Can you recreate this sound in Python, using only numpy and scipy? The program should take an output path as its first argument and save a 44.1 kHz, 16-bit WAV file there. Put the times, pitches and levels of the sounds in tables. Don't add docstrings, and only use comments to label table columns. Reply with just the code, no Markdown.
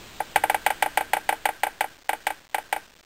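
import sys
import numpy as np
from scipy import signal
from scipy.fft import irfft
from scipy.io import wavfile

SR = 44100
rng = np.random.default_rng(int(sys.argv[2]) if len(sys.argv) > 2 else 0)


def int16_out(signal):
    q = np.round(np.clip(np.atleast_2d(signal).T, -1, 1) * 32767)
    wavfile.write(sys.argv[1], SR, q.astype(np.int16))


N = 134505

# pitch_hz, relative_db
AIR_TONE = [(10, -11), (30, 1), (70, -3.5), (170, -7), (320, -7), (450, -11), (750, -10.5), (1150, -13.5),
            (3400, -11.5), (5400, -18)]
# time_s, level_db
AIR_LOUDNESS = [(0, -45), (.33, -46), (.8, -47), (1.4, -51.5), (1.75, -56), (2.051, -56.5), (2.45, -58),
                (2.699, -58), (3.05, -57)]
# start_s, strength_db, brightness_db_per_khz
BLOWS = [(0.2032, -3.1, -5.5), (0.359, 4, -0.53), (0.4374, 2.0, -3.0), (0.4973, 1, -1),
         (0.5444, -0.2, -1.7), (0.6633, 2, 0.3), (0.7036, -2.1, -1.4), (0.8241, 1.4, 0.36),
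         (0.86, -3.5, -3.5), (0.9733, 1.5, -0.1), (1.0082, -4.5, -3), (1.1333, 1.05, 0.15),
         (1.1674, -4.0, -3), (1.2908, 1.0, -0.3), (1.3253, -4, -3.5), (1.4548, 0.5, -0.0),
         (1.4889, -4.0, -3), (1.6334, -0.2, -0.0), (1.6672, -5.5, -3.5), (1.8077, -1, 0.2),
         (1.8417, -8, -4.5), (2.092, -1.3, -0.23), (2.131, -6, -1.5), (2.2679, -2.47, 1), (2.3036, -8, -2),
         (2.5449, -2.5, 0), (2.5821, -7.5, -2.5), (2.7264, -2.1, 0.06), (2.7625, -8.5, -3.0)]
# pitch_hz, level_db, fade_s (time to fall by 60 dB)
SHELL_NOTES = [(311.7, -32.5, 0.1377), (463.5, -40.5, 0.12), (623, -18, 0.033), (654.4, -13.5, 0.013),
               (804, -5.5, 0.0302), (877.4, -6, 0.0617), (959, -17.5, 0.017), (1228, -38.5, 0.0883),
               (1413.8, -23.0, 0.0904), (1538, -19.0, 0.065), (1602, -18.5, 0.029), (2042, -9, 0.0272),
               (2269, -29, 0.0847), (2334, -17.5, 0.018), (2544, -37, 0.12), (2630, -21, 0.0406),
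               (3110, -18, 0.013), (3413, -29.5, 0.0306), (3892, -25.5, 0.0095), (4517, -23.5, 0.0081)]
# pitch_hz, level_db, fade_s
DOOR_NOTES = [(913, -36.5, 0.12), (1584, -47.5, .5), (2978, -49.5, .25)]
# delay_s, level_db
SHELL_REPEATS = [(0.00169, -2.5), (0.00597, -22), (0.00678, -21), (0.0153, -21)]
# pitch_hz, relative_db
HOUSING_TONE = [(150, -24), (400, -18.5), (900, -8), (1250, -6), (2200, -3), (3000, -4.5), (4200, -8.5),
                (5400, -10.5)]
# pitch_hz, fade_s
HOUSING_FADE = [(300, 0.073), (950, .08), (2500, .08), (4500, 0.043)]
# pitch_hz, relative_db
YARD_TONE = [(150, -18), (310, -6), (420, -9.5), (800, -2.5), (1200, -11.5), (1600, 2), (2000, -5.5),
             (3000, -9), (4000, -13), (5400, -19.5)]
# pitch_hz, fade_s
YARD_FADE = [(300, .6), (1500, .65), (5000, 0.41)]

HOLD_SAMPLES = 4


def gain(db):
    return 10 ** (np.asarray(db) / 20)


def look_up(table, hz):
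    pitches, values = np.transpose(table)
    return np.interp(np.log(hz + 1), np.log(pitches + 1), values)


def add(mix, start_s, sound):
    part = mix[max(round(start_s * SR), 0):][:len(sound)]
    part += sound[:len(part)]


def noise(tone, size):
    hz = np.fft.rfftfreq(size, 1 / SR)
    waves = np.exp(2j * np.pi * rng.random(len(hz)))
    in_range = hz < SR / HOLD_SAMPLES / 2
    hiss = irfft(waves * in_range * gain(look_up(tone, hz)), size)
    return hiss / hiss.std()


def fading_noise(tone, fade, rise_s, size):
    hz, t, bands = signal.stft(noise(tone, size), SR, nperseg=256)
    fall_db = -60 * t / look_up(fade, hz)[:, None]
    blur = signal.istft(bands * gain(fall_db), SR, nperseg=256)[1][:size]
    blur *= 1 - np.exp(-np.arange(size) / SR / rise_s)
    return blur / np.linalg.norm(blur)


def outdoor_air():
    level_db = np.interp(np.arange(N) / SR, *np.transpose(AIR_LOUDNESS))
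    return noise(AIR_TONE, size=N) * gain(level_db)


def beak_blows(level_db=0.27, pivot_hz=787, size=256):
    force = np.zeros(N)
    hz = np.minimum(np.fft.rfftfreq(size, 1 / SR), 3500)
    above_pivot_khz = (hz - pivot_hz) / 1000
    for start_s, strength_db, brightness in BLOWS:
        tone_db = level_db + strength_db + brightness * above_pivot_khz
        push = np.roll(irfft(gain(tone_db)), size // 2)
        add(force, start_s - size / 2 / SR, push)
    return force


def shell_ring(rise_s=0.00075, housing_db=-4):
    t = np.arange(SR // 2) / SR
    ring = np.zeros(len(t))
    for k, (hz, db, fade_s) in enumerate(list(SHELL_NOTES) + list(DOOR_NOTES)):
        direction = 1 if k % 2 else -1
        ring += direction * gain(db - 60 * t / fade_s) * np.sin(2 * np.pi * hz * t)
    ring *= 1 - np.exp(-t / rise_s)
    echoed = ring.copy()
    for delay_s, db in SHELL_REPEATS:
        add(echoed, delay_s, gain(db) * ring)
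    housing = fading_noise(HOUSING_TONE, HOUSING_FADE, rise_s=0.003, size=len(t))
    return echoed + gain(housing_db) * housing


def yard_echo(level_db=-10.5):
    return gain(level_db) * fading_noise(YARD_TONE, YARD_FADE, rise_s=0.013, size=SR)


def mount_thuds(base_db=-42.5, growth=5.2, push_s=0.002):
    thuds = np.zeros(N)
    age = np.arange(SR // 10) / SR / push_s
    shove = (1 - age) * np.exp(-age)
    for start_s, strength_db, _ in BLOWS:
        add(thuds, start_s, gain(base_db + growth * strength_db) * shove)
    return thuds


def scene():
    force = beak_blows()
    echoes = signal.fftconvolve(force, yard_echo())[:N]
    taps = signal.fftconvolve(force, shell_ring())[:N]
    return (taps + echoes + mount_thuds() + outdoor_air())[None]


def record(dry, steps=128, offset_steps=-0.2, top_hz=15800):
    rounded = np.round(dry[:, ::HOLD_SAMPLES] * steps + offset_steps) / steps
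    held = np.repeat(rounded, HOLD_SAMPLES, axis=1)[:, :N]
    treble_cut = signal.firwin(511, top_hz, window=("kaiser", 9), fs=SR)
    return signal.oaconvolve(held, treble_cut[None], "same")


dry = scene()
out = record(dry)
int16_out(out)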